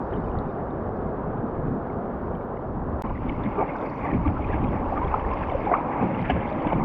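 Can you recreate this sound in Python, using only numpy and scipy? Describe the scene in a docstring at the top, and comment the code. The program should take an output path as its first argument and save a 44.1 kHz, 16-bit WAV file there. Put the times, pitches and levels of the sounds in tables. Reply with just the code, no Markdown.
"""Kayak on a choppy sea

Wind, as filtered turbulence, buffets a muffled waterproof microphone on the hull throughout.
First the boat drifts through a dull rush of water made of flickering noise bands and ringing bubbles.
After a short silent splice it is paddled: brighter wash, spray, slaps, thumps and gulping bubbles come and go.
Drips, short tones of climbing pitch, tick in both parts, more densely after the splice.
A barely audible treble hiss flickers now and then.
"""
import sys
import numpy as np
from scipy import signal
from scipy.fft import rfft, irfft, next_fast_len
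from scipy.io import wavfile

SR = 44100
rng = np.random.default_rng(int(sys.argv[2]) if len(sys.argv) > 2 else 0)


def digitize_waveform(pressure):
    """Quantize a signal to 16-bit integers and store it at the path in sys.argv[1].

    Rows of a 2-D input are taken as channels; values are limited to [-1, 1].
    """
    field = np.atleast_2d(pressure).T
    bounded = np.clip(field, -1, 1)
    quanta = np.round(bounded * 32767).astype(np.int16)
    wavfile.write(sys.argv[1], SR, quanta)


def rack_gain(trim_db):
    """Turn a fader trim in dB into the linear factor to multiply a signal by."""
    fader = np.asarray(trim_db, float)
    return 10 ** (fader / 20)


N = 301644

SILENCE_START_S, SILENCE_END_S = 3.0219, 3.0368   # drifting before, paddling after


def rms_one(x):
    """Normalisation: scales a signal to unit root-mean-square."""
    return x / np.sqrt(np.mean(x ** 2) + 1e-20)


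def in_time(rows):
    """Linear interpolation: turns rows of (t/s, values..) into one curve per column."""
    s, *columns = np.transpose(rows)
    return [np.interp(np.arange(N) / SR, s, c) for c in columns]


def colour(x, points):
    """Linear filtering: weights the spectrum by (f/Hz, relative level/dB) over log frequency; rms 1."""
    size = next_fast_len(N)
    hz = np.arange(size // 2 + 1) * SR / size + 1
    corner_hz, corner_db = np.transpose(points)
    shape_db = np.interp(np.log(hz), np.log(corner_hz), corner_db)
    return rms_one(irfft(rfft(x, size) * rack_gain(shape_db), size)[:N])


def drift(rate):
    """Low-pass random process: two equal poles at rate (Hz) leave slow fluctuations of spread 1."""
    r = np.exp(-80 * np.pi * rate / SR)   # computed on every 40th sample
    slow = signal.lfilter([1], [1, -2 * r, r * r], rng.standard_normal(N // 40 + 2002))[2000:]
    return np.interp(np.arange(N) / 40, np.arange(len(slow)), rms_one(slow - slow.mean()))


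def swells(starts, lengths, levels_db):
    """Incoherent addition: powers of bell-shaped swells centred on starts add, on a millisecond grid."""
    t = np.arange(0, N / SR + 1, 1 / 1000)
    power = 0
    for s, length, db in zip(starts, lengths, levels_db):
        power = power + rack_gain(2 * db) * np.exp(-(2 * (t - s) / length) ** 2)
    return np.interp(np.arange(N) / SR, t, power)


def patchy(points, shared_db, own_db, rate):
    """Turbulent modulation: half-octave noise bands flicker in level, partly together, partly alone."""
    low, high = points[0][0], min(points[-1][0], 16000)
    edges = low * 2 ** np.arange(0, np.log2(high / low) + 1, .5)
    white, together, out = rng.standard_normal((2, N)), drift(rate), 0
    for k, band in enumerate(zip(edges, np.minimum(edges[1:], .45 * SR))):
        # neighbouring bands take different noises
        noise = signal.sosfilt(signal.butter(2, band, "band", fs=SR, output="sos"), white[k % 2])
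        out = out + noise * rack_gain(shared_db * together + own_db * drift(rate))
    return colour(out, points)


def fizz(points, per_s, cycles, spread_db):
    """Bubble resonance: small bubbles burst in random clumps, each swelling and ringing at its own pitch."""
    sizes = rack_gain(spread_db * np.minimum(rng.exponential(1, N), 4)) * rng.choice([-1, 1], N)
    born = rng.random(N) < per_s * rack_gain(4 * drift(9)) / SR
    pitches = np.geomspace(points[1][0], points[-2][0], 18)
    dealt, out = rng.integers(0, 18, N), 0
    for k, hz in enumerate(pitches):
        r = rack_gain(-120 * hz / (cycles * SR))   # pole radius: 120 dB lost in this many cycles
        w = 2 * np.pi * hz / SR
        resonance = [1, 0, -1, 1, -2 * r * np.cos(w), r * r]
        bursts = sizes * born * (dealt == k) + 1e-18
        ring = signal.sosfilt([resonance, resonance], bursts)   # twice: a soft start
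        out = out + rms_one(ring) * np.sqrt(hz)                 # even power per Hz before colouring
    return colour(out, points)


def water(points, share, per_s, cycles, spread_db, shared_db, own_db):
    """Power partition: rushing noise gives up a share of its power to ringing bubbles."""
    rush = patchy(points, shared_db, own_db, rate=16.0)
    return np.sqrt(1 - share) * rush + np.sqrt(share) * fizz(points, per_s, cycles, spread_db)


def hiss():
    """Band-limited noise: a barely audible treble hiss comes and goes, with brief flickers added in power."""
    # slow level of the hiss: t/s, level/dB
    slow_hiss = [(0.2, -104), (0.96, -99.5), (1.7, -93.5), (1.95, -92), (2.2, -85), (2.3, -88), (2.8, -100),
                 (3.3, -92), (3.76, -99), (3.97, -88), (4.1, -86), (4.2, -103)]
    # brief flickers of the hiss: t/s, level/dB
    flickers = [(1.748, -78), (1.808, -86), (2.368, -74), (2.429, -86), (2.452, -72), (2.567, -82),
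                (2.647, -81), (2.739, -86), (2.858, -86), (3.294, -85), (3.44, -84), (3.484, -78),
                (3.858, -80.5), (3.964, -79), (4.049, -76)]
    flicker_s = .006
    hiss_colour = [(10500, -34.0), (12200, -4.5), (13500, -6.0), (14500, -17.5), (15500, -38.5)]
    s, db = np.transpose(flickers)
    power = rack_gain(2 * in_time(slow_hiss)[0]) + swells(s, np.full(len(s), flicker_s), db)
    return np.sqrt(power) * colour(rng.standard_normal(N), hiss_colour)


def wind():
    """Turbulent pressure: eddies buffet the housing in lumps and gusts, over a deeper rumble."""
    # wind on the housing: t/s, buffet level/dB, rumble level/dB
    wind_levels = [(0.0, -20.5, -51), (0.04, -38, -37.5), (0.38, -30, -31.5), (0.59, -33.5, -45.5),
                   (0.66, -34.5, -29), (0.72, -31.5, -41), (0.76, -34, -36.5), (1.5, -32, -40),
                   (1.58, -38, -28.5), (1.85, -32.5, -42), (2.3, -34, -36), (2.48, -35, -45),
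                   (2.93, -33, -29), (3.05, -35.5, -36.5), (3.12, -32, -30), (3.92, -36.5, -46),
                   (4.19, -32, -30), (5.33, -36.5, -28), (5.89, -35, -42.5), (6.06, -38, -40),
                   (6.1, -27, -46), (6.15, -30, -38), (6.31, -33, -32.5), (6.55, -30.5, -39.5),
                   (6.8, -47, -31), (6.84, -23, -31)]
    # sudden gusts that thump the housing: start t/s, length/s, level/dB
    gusts = [(0.135, 0.069, -30.5), (1.57, 0.034, -28.5), (1.632, 0.13, -27.5), (3.25, 0.034, -27),
             (3.389, 0.11, -28.5), (3.59, 0.025, -35), (4.108, 0.08, -25), (4.253, 0.11, -29),
             (4.415, 0.031, -27), (4.5, 0.14, -34), (4.574, 0.18, -27.5), (5.052, 0.03, -30),
             (5.636, 0.032, -32), (5.717, 0.018, -35), (5.913, 0.02, -29), (6.002, 0.062, -25),
             (6.148, 0.062, -36), (6.273, 0.03, -25.5), (6.365, 0.022, -25.5), (6.662, 0.02, -24.5),
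             (6.722, 0.098, -25)]
    # spectra of buffet and rumble: f/Hz, relative level/dB
    buffet_colour = [(70, -12), (110, 0), (160, 2.5), (250, 3), (330, -3), (420, -11), (600, -27)]
    rumble_colour = [(12, -33), (22, 0.5), (40, 1.5), (70, 2.5), (110, -3), (170, -25)]
    buffet_db, rumble_db = in_time(wind_levels)
    s, length, db = np.transpose(gusts)
    level = np.sqrt(rack_gain(2 * buffet_db) + swells(s + length / 2, length, db))
    buffet = patchy(buffet_colour, shared_db=-1.38, own_db=1.5, rate=13.0)
    rumble = patchy(rumble_colour, shared_db=0.66, own_db=-0.9, rate=1.1)
    return level * buffet + rack_gain(rumble_db) * rumble


def sea():
    """Flow noise with bubble resonance: dull while drifting, brighter and splashing while paddling."""
    # flow along the hull, drifting then paddling: t/s, wash level/dB, spray level/dB, fine spray level/dB
    drifting = [(0.03, -31.5, -58.5, -79), (0.3, -31.5, -57.5, -78.5), (0.6, -32.5, -57.5, -81.5),
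                (1.0, -32, -59.5, -81), (1.35, -32, -59, -84.5), (1.7, -33, -58, -82),
                (2.05, -32.5, -59.5, -84), (2.41, -33.5, -58.5, -83), (2.7, -35, -60, -85),
                (3.01, -32.5, -59.5, -83)]
    paddling = [(3.04, -31, -49, -73), (3.1, -37, -56, -79.5), (3.45, -32.5, -50.5, -77),
                (3.7, -31.5, -48.5, -79.5), (3.78, -32.5, -48.5, -74), (3.97, -34.5, -51, -78),
                (4.16, -34.5, -50.5, -76.5), (4.55, -32, -50.5, -76), (4.91, -30, -49, -74),
                (5.49, -30, -46, -72.5), (5.69, -29.5, -43, -75), (5.85, -28, -47.5, -77),
                (6.05, -26.5, -46.5, -74), (6.15, -39, -45, -76), (6.23, -35, -49, -72),
                (6.3, -35, -43, -75), (6.55, -29, -44, -75), (6.84, -30.5, -49.5, -75)]
    # splashes of blade and chop: peak t/s, length/s, wash level/dB, spray level/dB
    splashes = [(0.13, 0.0087, -25.5, -47), (0.346, 0.015, -33, -60), (3.105, 0.017, -32, -50),
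                (3.166, 0.034, -48, -53), (3.3, 0.024, -54, -45), (3.608, 0.043, -26, -48),
                (3.698, 0.016, -48, -46), (3.83, 0.085, -30, -54), (4.061, 0.036, -32.5, -40),
                (4.04, 0.038, -41, -48), (4.11, 0.045, -36, -45), (4.141, 0.023, -40, -44),
                (4.273, 0.048, -34, -44), (4.086, 0.1, -42, -49.5), (4.48, .04, -34.5, -53),
                (4.534, 0.078, -32, -41.5), (4.646, 0.0058, -45, -43), (4.744, 0.04, -27.5, -45),
                (4.974, 0.033, -29, -45.5), (5.029, 0.026, -33, -42), (5.434, 0.011, -46, -36.5),
                (5.725, 0.02, -27, -52), (5.75, 0.024, -44, -50), (6.005, 0.053, -41, -42.5),
                (6.168, 0.085, -29.5, -44), (6.303, 0.034, -32, -39), (6.257, 0.023, -35, -37),
                (6.41, 0.028, -27.5, -57), (6.71, 0.1, -32.5, -44)]
    # spectra of the flow while drifting: f/Hz, relative level/dB
    dull_wash_colour = [(160, -45.5), (280, -13), (356, -6), (392, -2), (614, -7), (764, -6.5),
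                        (880, -10.5), (1110, -12), (1440, -19.5), (1700, -26), (1900, -40.5), (2470, -68),
                        (4180, -120)]
    dull_spray_colour = [(1200, -18.5), (1700, 2), (2200, -7.5), (2800, -16), (3300, -20), (3700, -26),
                         (4300, -38), (5500, -56.5)]
    # spectra of the flow while paddling, the fine spray being common to both: f/Hz, relative level/dB
    wash_colour = [(160, -37.5), (280, 0.5), (378, -5), (576, -1.5), (667, -6.5), (800, -1), (1160, -7.5),
                   (1430, -18), (1600, -21.5), (2080, -50), (3520, -120)]
    spray_colour = [(1000, -36), (1350, -1), (1500, -4.5), (1700, 0.5), (1900, -1.5), (2200, 2), (2500, -5),
                    (3100, -21), (3500, -25), (3750, -32.5), (4000, -44), (5000, -62)]
    fine_colour = [(2800, -24), (3700, -0.5), (4100, -7), (4500, -4), (5000, -6.5), (6300, -15),
                   (8000, -31.5), (10000, -51.5)]
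    fine_under_spray_db = 43   # in each splash

    early = np.arange(N) / SR < SILENCE_END_S
    wash_db, spray_db, fine_db = np.where(early, in_time(drifting), in_time(paddling))
    s, length, splash_wash_db, splash_spray_db = np.transpose(splashes)
    thrown_wash = swells(s, length, splash_wash_db)
    thrown_spray = swells(s, length, splash_spray_db)
    thrown_fine = thrown_spray * rack_gain(-2 * fine_under_spray_db)

    dull_wash = patchy(dull_wash_colour, shared_db=0.22, own_db=-0.42, rate=5.5)
    dull_spray = water(dull_spray_colour, share=0.098, per_s=310, cycles=38, spread_db=-0.5,
                       shared_db=-1.5, own_db=1.0)
    wash = water(wash_colour, share=0.18, per_s=220, cycles=17.8, spread_db=2.5, shared_db=1.0, own_db=-0.5)
    spray = water(spray_colour, share=0.33, per_s=600, cycles=49, spread_db=0.5, shared_db=2.0, own_db=3.0)
    fine = water(fine_colour, share=.3, per_s=370, cycles=13, spread_db=2.5, shared_db=0.0, own_db=-1.6)

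    all_wash = np.sqrt(rack_gain(2 * wash_db) + thrown_wash) * np.where(early, dull_wash, wash)
    all_spray = np.sqrt(rack_gain(2 * spray_db) + thrown_spray) * np.where(early, dull_spray, spray)
    return all_wash + all_spray + np.sqrt(rack_gain(2 * fine_db) + thrown_fine) * fine


def spray_top():
    """Bubble resonance: finer bubbles ring higher and brighten the spray at some moments of the stroke."""
    # brightest part of the spray while paddling: t/s, level/dB
    top_levels = [(3.04, -73), (3.3, -61), (3.6, -62.5), (3.9, -75), (4.5, -59.5), (4.9, -64), (5.2, -61.5),
                  (5.55, -57), (5.85, -73), (6.0, -65), (6.08, -61), (6.15, -61), (6.2, -56), (6.24, -61),
                  (6.3, -51), (6.38, -59), (6.6, -57.5), (6.84, -64)]
    # its spectrum: f/Hz, relative level/dB
    top_colour = [(2000, -23.5), (2600, 4.5), (3100, -3), (3600, -13), (3900, -26.5), (4600, -50.5)]
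    paddled = np.arange(N) / SR >= SILENCE_END_S
    top = water(top_colour, share=0.35, per_s=350, cycles=20.0, spread_db=2.5, shared_db=3.0, own_db=-0.5)
    return paddled * rack_gain(in_time(top_levels)[0]) * top


def streaming():
    """Dense random impulses: tiny drops burst as a bright crackle while the lifted blade drains."""
    # water streaming off the blade: t/s, level/dB
    stream_levels = [(3.68, -100), (3.77, -79), (3.87, -79), (3.93, -81.5), (4.05, -78), (4.09, -86),
                     (4.25, -100)]
    # spectrum of the crackle: f/Hz, relative level/dB
    crackle_colour = [(3500, -20.5), (4500, 2), (6000, -1), (7800, -9.5), (8600, -24.5), (10500, -27),
                      (12000, -43.5)]
    crackle = water(crackle_colour, share=.5, per_s=900, cycles=9.0, spread_db=5.5, shared_db=2.0, own_db=1.0)
    return rack_gain(in_time(stream_levels)[0]) * crackle


def thumps():
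    """Heavily damped oscillation: the hull swings briefly under each wave, in a bell-shaped envelope."""
    # waves thumping the hull: peak t/s, peak level/dB, f/Hz, length/s
    waves = [(3.126, -20.5, 70, 0.0065), (3.292, -17, 54.7, .009), (4.165, -23, 120, 0.0084),
             (4.196, -21, 170, 0.013), (4.287, -18.5, 83.6, 0.018), (4.6, -19.5, 111, 0.0055),
             (6.034, -26.5, 189, .014)]
    t, out = np.arange(N) / SR, np.zeros(N)
    for s, db, hz, length in waves:
        near = slice(round((s - 3 * length) * SR), round((s + 3 * length) * SR))
        age = t[near] - s
        out[near] += rack_gain(db) * np.exp(-(age / length) ** 2) * np.cos(2 * np.pi * hz * age)
    return out


def slaps():
    """Impact noise: water slaps the hull in sudden broad bursts that decay exponentially."""
    # water slapping the hull: t/s, level/dB, 60 dB decay time/s
    impacts = [(3.292, -27, 0.029), (4.276, -37, 0.025), (4.975, -29, .02), (5.139, -28, 0.025),
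               (5.716, -39, .023), (5.739, -31, 0.016), (6.224, -30, 0.023), (6.2985, -14, 0.06),
               (6.669, -18, 0.024)]
    # spectrum of a slap: f/Hz, relative level/dB
    slap_colour = [(120, -31.5), (450, 8.5), (800, 4.5), (1100, -6.5), (1400, -12.5), (1700, -13),
                   (3100, -8), (3800, -43.5), (4500, -35), (6300, -49.5), (8000, -77.5)]
    t, envelope = np.arange(N) / SR, np.zeros(N)
    for s, db, t60 in impacts:
        age = np.clip(t - s, 0, 1)
        envelope += rack_gain(db - 60 * age / t60) * (1 - np.exp(-age / 0.0018)) ** 2
    return envelope * colour(rng.standard_normal(N), slap_colour)


def drips():
    """Damped resonance: each drop is a short climbing tone with a noise burst around its pitch."""
    # drops ticking on the deck: t/s, peak level/dB, f/Hz
    drops = [(0.11, -64, 3690), (0.111, -60, 2860), (0.127, -64, 2650), (0.139, -45.5, 3100),
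             (0.143, -61, 2350), (0.161, -52, 2960), (0.205, -68, 3830), (0.261, -57, 2550),
             (0.283, -52, 2410), (0.315, -57, 2900), (0.341, -57, 2750), (0.371, -48, 1900),
             (0.389, -50, 3610), (0.3885, -52, 3900), (0.388, -58, 4250), (0.458, -59, 2400),
             (0.49, -57, 2400), (0.7084, -56, 3540), (1.9, -46.5, 2130), (2.3523, -55, 3100),
             (2.355, -52, 2250), (2.41, -53, 2220), (2.57, -45, 2080), (2.57, -59, 2880),
             (3.065, -52, 2940), (3.097, -50, 2850), (3.154, -40, 2000), (3.175, -38.5, 2030),
             (3.29, -52, 3410), (3.295, -31.5, 2180), (3.296, -45, 2880), (3.325, -41.5, 1980),
             (3.351, -42, 2200), (3.365, -49, 2170), (3.438, -43, 1930), (3.459, -36, 2100),
             (3.555, -47, 2430), (3.59, -40, 2250), (3.61, -39, 2250), (3.625, -43, 2250),
             (3.645, -47, 2260), (3.664, -45, 2470), (3.673, -59, 3350), (3.438, -46.5, 3450),
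             (3.767, -62.5, 5030), (3.738, -66, 4090), (3.787, -56, 3500), (3.815, -53, 3400),
             (3.817, -68, 5400), (3.868, -62, 4900), (3.906, -63, 5400), (3.918, -67, 4600),
             (3.944, -62, 4610), (3.975, -62, 4300), (3.985, -62, 4700), (4.046, -67, 4500),
             (4.05, -68, 7200), (4.068, -63, 4500), (3.86, -60, 4570), (3.9, -54, 4500), (3.959, -63, 5800),
             (4.05, -66, 5800), (4.014, -40, 2140), (4.03, -39, 2180), (4.05, -36, 2140),
             (4.081, -34, 2010), (4.108, -40, 2430), (4.114, -33.5, 1790), (4.117, -50, 2920),
             (4.15, -52, 3000), (4.2783, -49, 3200), (4.279, -36, 2170), (4.258, -61, 3800),
             (4.423, -38, 2150), (4.445, -35.5, 2380), (4.482, -57, 3460), (4.502, -36.5, 1960),
             (4.532, -31, 1670), (4.533, -60, 3500), (4.642, -38, 2340), (4.642, -55, 3680),
             (4.688, -50, 3200), (4.978, -40, 2130), (4.987, -48, 2160), (5.048, -47, 3280),
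             (5.116, -40, 2570), (5.078, -50, 3440), (5.197, -44, 2900), (5.248, -34.5, 1780),
             (5.31, -59, 3600), (5.316, -40, 2660), (5.338, -54, 5000), (5.338, -65, 5700),
             (5.392, -59, 3500), (5.43, -41, 2500), (5.498, -41, 2950), (5.5, -34, 2190),
             (5.519, -50, 3500), (5.654, -53, 3500), (5.726, -38, 2350), (5.74, -27, 2170),
             (5.746, -39, 2510), (5.776, -46, 1600), (5.772, -35, 2250), (6.02, -38, 2480),
             (6.123, -44, 1810), (6.191, -36, 2060), (6.216, -54, 3700), (5.554, -64, 5600),
             (6.148, -37.5, 2730), (6.22, -60, 4600), (6.255, -45, 3040), (6.3, -37, 2910),
             (6.303, -32.5, 2300), (6.316, -42, 2910), (6.411, -47, 3060), (6.449, -39, 2140),
             (6.477, -46, 3170), (6.492, -50, 3470), (6.494, -42, 1900), (6.5034, -57, 4530),
             (6.626, -60.5, 4400), (6.688, -45, 3050), (6.704, -32, 2180), (6.728, -45, 3000),
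             (6.815, -37, 2180), (6.528, -52, 3700), (6.6733, -42, 3340), (6.702, -41, 2830),
             (6.727, -55, 3380)]
    rise_s, t60_cycles, lead_s = .001, 55, .0035
    width_oct, climb_oct_per_s, tone_share = .2, 3.0, .5
    out, t = np.zeros(N + SR), np.arange(SR // 20) / SR
    for (s, db, hz), noise in zip(drops, rng.standard_normal((len(drops), len(t)))):
        envelope = rack_gain(-60 * t * hz / t60_cycles) * (1 - np.exp(-t / rise_s))
        edges = hz * 2 ** (width_oct * np.array([-.5, .5]))
        band = signal.butter(3, edges, "band", fs=SR, output="sos")
        tick = signal.sosfilt(band, noise * envelope)
        cycles = np.cumsum(hz * 2 ** (climb_oct_per_s * t)) / SR
        tone = signal.sosfilt(band, envelope * np.sin(2 * np.pi * cycles))
        drop = (1 - tone_share) * tick / np.abs(tick).max() + tone_share * tone / np.abs(tone).max()
        out[round((s - lead_s) * SR):][:len(t)] += rack_gain(db) * drop / np.abs(drop).max()
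    return out[:N]


def bubbles(rise, cycles, tick_db):
    """Volume resonance: an air pocket swells fast, fades slower and climbs in pitch after its drop's tick."""
    # bubbles gulping at the hull, with a few faint, high, drawn-out drips:
    # peak t/s, peak level/dB, f/Hz, length/s
    gulps = [(0.168, -66, 3660, 0.012), (0.245, -60, 3000, 0.012), (0.495, -69.5, 3670, 0.02),
             (3.52, -48, 2200, 0.013), (3.611, -41.5, 2230, 0.02), (5.032, -24.5, 993, 0.014),
             (5.751, -20, 850, 0.005), (6.0, -28, 850, 0.0052), (3.59, -20, 415, 0.02),
             (3.5946, -29.5, 1177, 0.029), (3.607, -23.5, 902, 0.024), (3.11, -27, 990, 0.008),
             (3.599, -28, 640, 0.013), (3.618, -40, 570, 0.012), (3.628, -16, 780, 0.0068),
             (3.694, -33, 2160, 0.01), (3.757, -30.5, 1490, 0.0053), (4.047, -27.5, 1120, 0.012),
             (4.059, -24.5, 723, 0.014), (4.076, -30.5, 786, 0.0078), (4.091, -33, 1150, 0.011),
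             (4.131, -16, 275, 0.0059), (4.256, -27, 1176, 0.01), (4.265, -17, 294, 0.017),
             (4.37, -30, 1340, 0.007), (4.926, -19.5, 760, 0.0055), (4.977, -24, 1205, 0.0098),
             (5.049, -31, 1030, 0.013), (5.1423, -11, 820, 0.0038), (5.1445, -22, 1266, 0.0079),
             (5.145, -20, 1014, 0.0082), (5.17, -41, 860, 0.018), (5.196, -30, 1000, 0.01),
             (5.265, -31, 950, 0.0091), (5.315, -29, 1030, 0.01), (5.333, -26.5, 1050, 0.019),
             (5.364, -33, 920, 0.01), (5.523, -22.5, 690, 0.0079), (5.5523, -18, 547, 0.012),
             (5.598, -26, 630, 0.011), (5.673, -18.5, 816, 0.0098), (5.696, -19.5, 770, 0.0058),
             (5.717, -11.5, 720, 0.0039), (5.738, -17, 1024, 0.0052), (5.756, -22.5, 1270, 0.0068),
             (5.769, -24, 1050, 0.0061), (5.73, -14.5, 690, 0.0061), (5.719, -28, 346, 0.011),
             (5.724, -31.5, 2020, 0.0071), (5.74, -28, 1760, 0.0044), (5.741, -13, 1166, 0.0057),
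             (6.303, -28, 1677, 0.014), (6.0286, -22, 473, 0.0092), (6.047, -19.5, 353, 0.0079),
             (6.11, -24.5, 561, 0.016), (6.228, -24.5, 804, 0.008), (6.36, -25, 526, 0.016),
             (6.09, -28, 796, .012), (5.81, -29, 1050, .006), (6.473, -26, 577, 0.008),
             (6.2992, -17, 790, 0.0043), (6.309, -21, 464, 0.0033), (6.321, -19, 251, 0.014),
             (6.524, -26, 614, 0.024), (6.651, -18.5, 900, 0.0043), (6.669, -17, 255, 0.009),
             (6.724, -19, 870, 0.0077), (6.732, -16.5, 612, 0.0054), (6.83, -21.5, 864, 0.0075)]
    # three quieter bubbles surround each one, scattered in time and pitch
    companions_db, companions_oct, companions_s = -15.5, 0.33, 0.022
    out, chance = np.zeros(N + SR), rng.uniform(-1.1, 1, (len(gulps), 3, 2))
    around = []
    for (s, db, hz, length), draws in zip(gulps, chance):
        for late, up in draws:
            around.append((s + companions_s * late, db + companions_db, hz * 2 ** (companions_oct * up), length))
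    for (s, db, hz, length), phase in zip(list(gulps) + around, rng.random((4 * len(gulps), 2))):
        length = max(length, .002)
        t = np.arange(-int(2 * length * SR), int(2 * length * SR)) / SR
        swell = rack_gain(-24 * (t / length) ** 2 * np.where(t < 0, 2, .7))
        tone = swell * np.sin(2 * np.pi * (phase[0] + hz * t * (1 + rise * t / length / 2)))
        since = (t + length / 4) * hz   # cycles from the impact
        tick = rack_gain(tick_db - 20 * (since / cycles) ** 2) * np.sin(2 * np.pi * (phase[1] + 1.1 * since))
        out[round((s + t[0]) * SR):][:len(t)] += rack_gain(db) * (tone + tick) * signal.windows.tukey(len(t), .5)
    return out[:N]


def scene():
    """Superposition: the pressures of wind, water and hull add in one channel."""
    flow = wind() + sea() + spray_top() + streaming()
    strikes = thumps() + slaps() + drips()
    return (flow + strikes + bubbles(rise=0.011, cycles=2.0, tick_db=-10.5))[None]


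def top_cut(x):
    """Nothing passes above the cut-off."""
    return signal.sosfilt(signal.butter(12, 16000, fs=SR, output="sos"), x)


def record(dry):
    """Gating: the sound, with its flickering hiss, clicks, drops out and fades back at the splice."""
    click_db, click_s, fade_in_s = -26.5, .0008, 0.0014
    t = np.arange(N) / SR
    before = t < SILENCE_START_S
    # the cut falls in mid-swing and clicks
    click = -rack_gain(click_db) * np.exp(np.minimum(t - SILENCE_START_S, 0) / click_s) * before
    on = before + np.clip((t - SILENCE_END_S) / fade_in_s, 0, 1)
    mix = (dry + hiss() + click) * on
    return top_cut(mix)


dry = scene()
out = record(dry)
digitize_waveform(out)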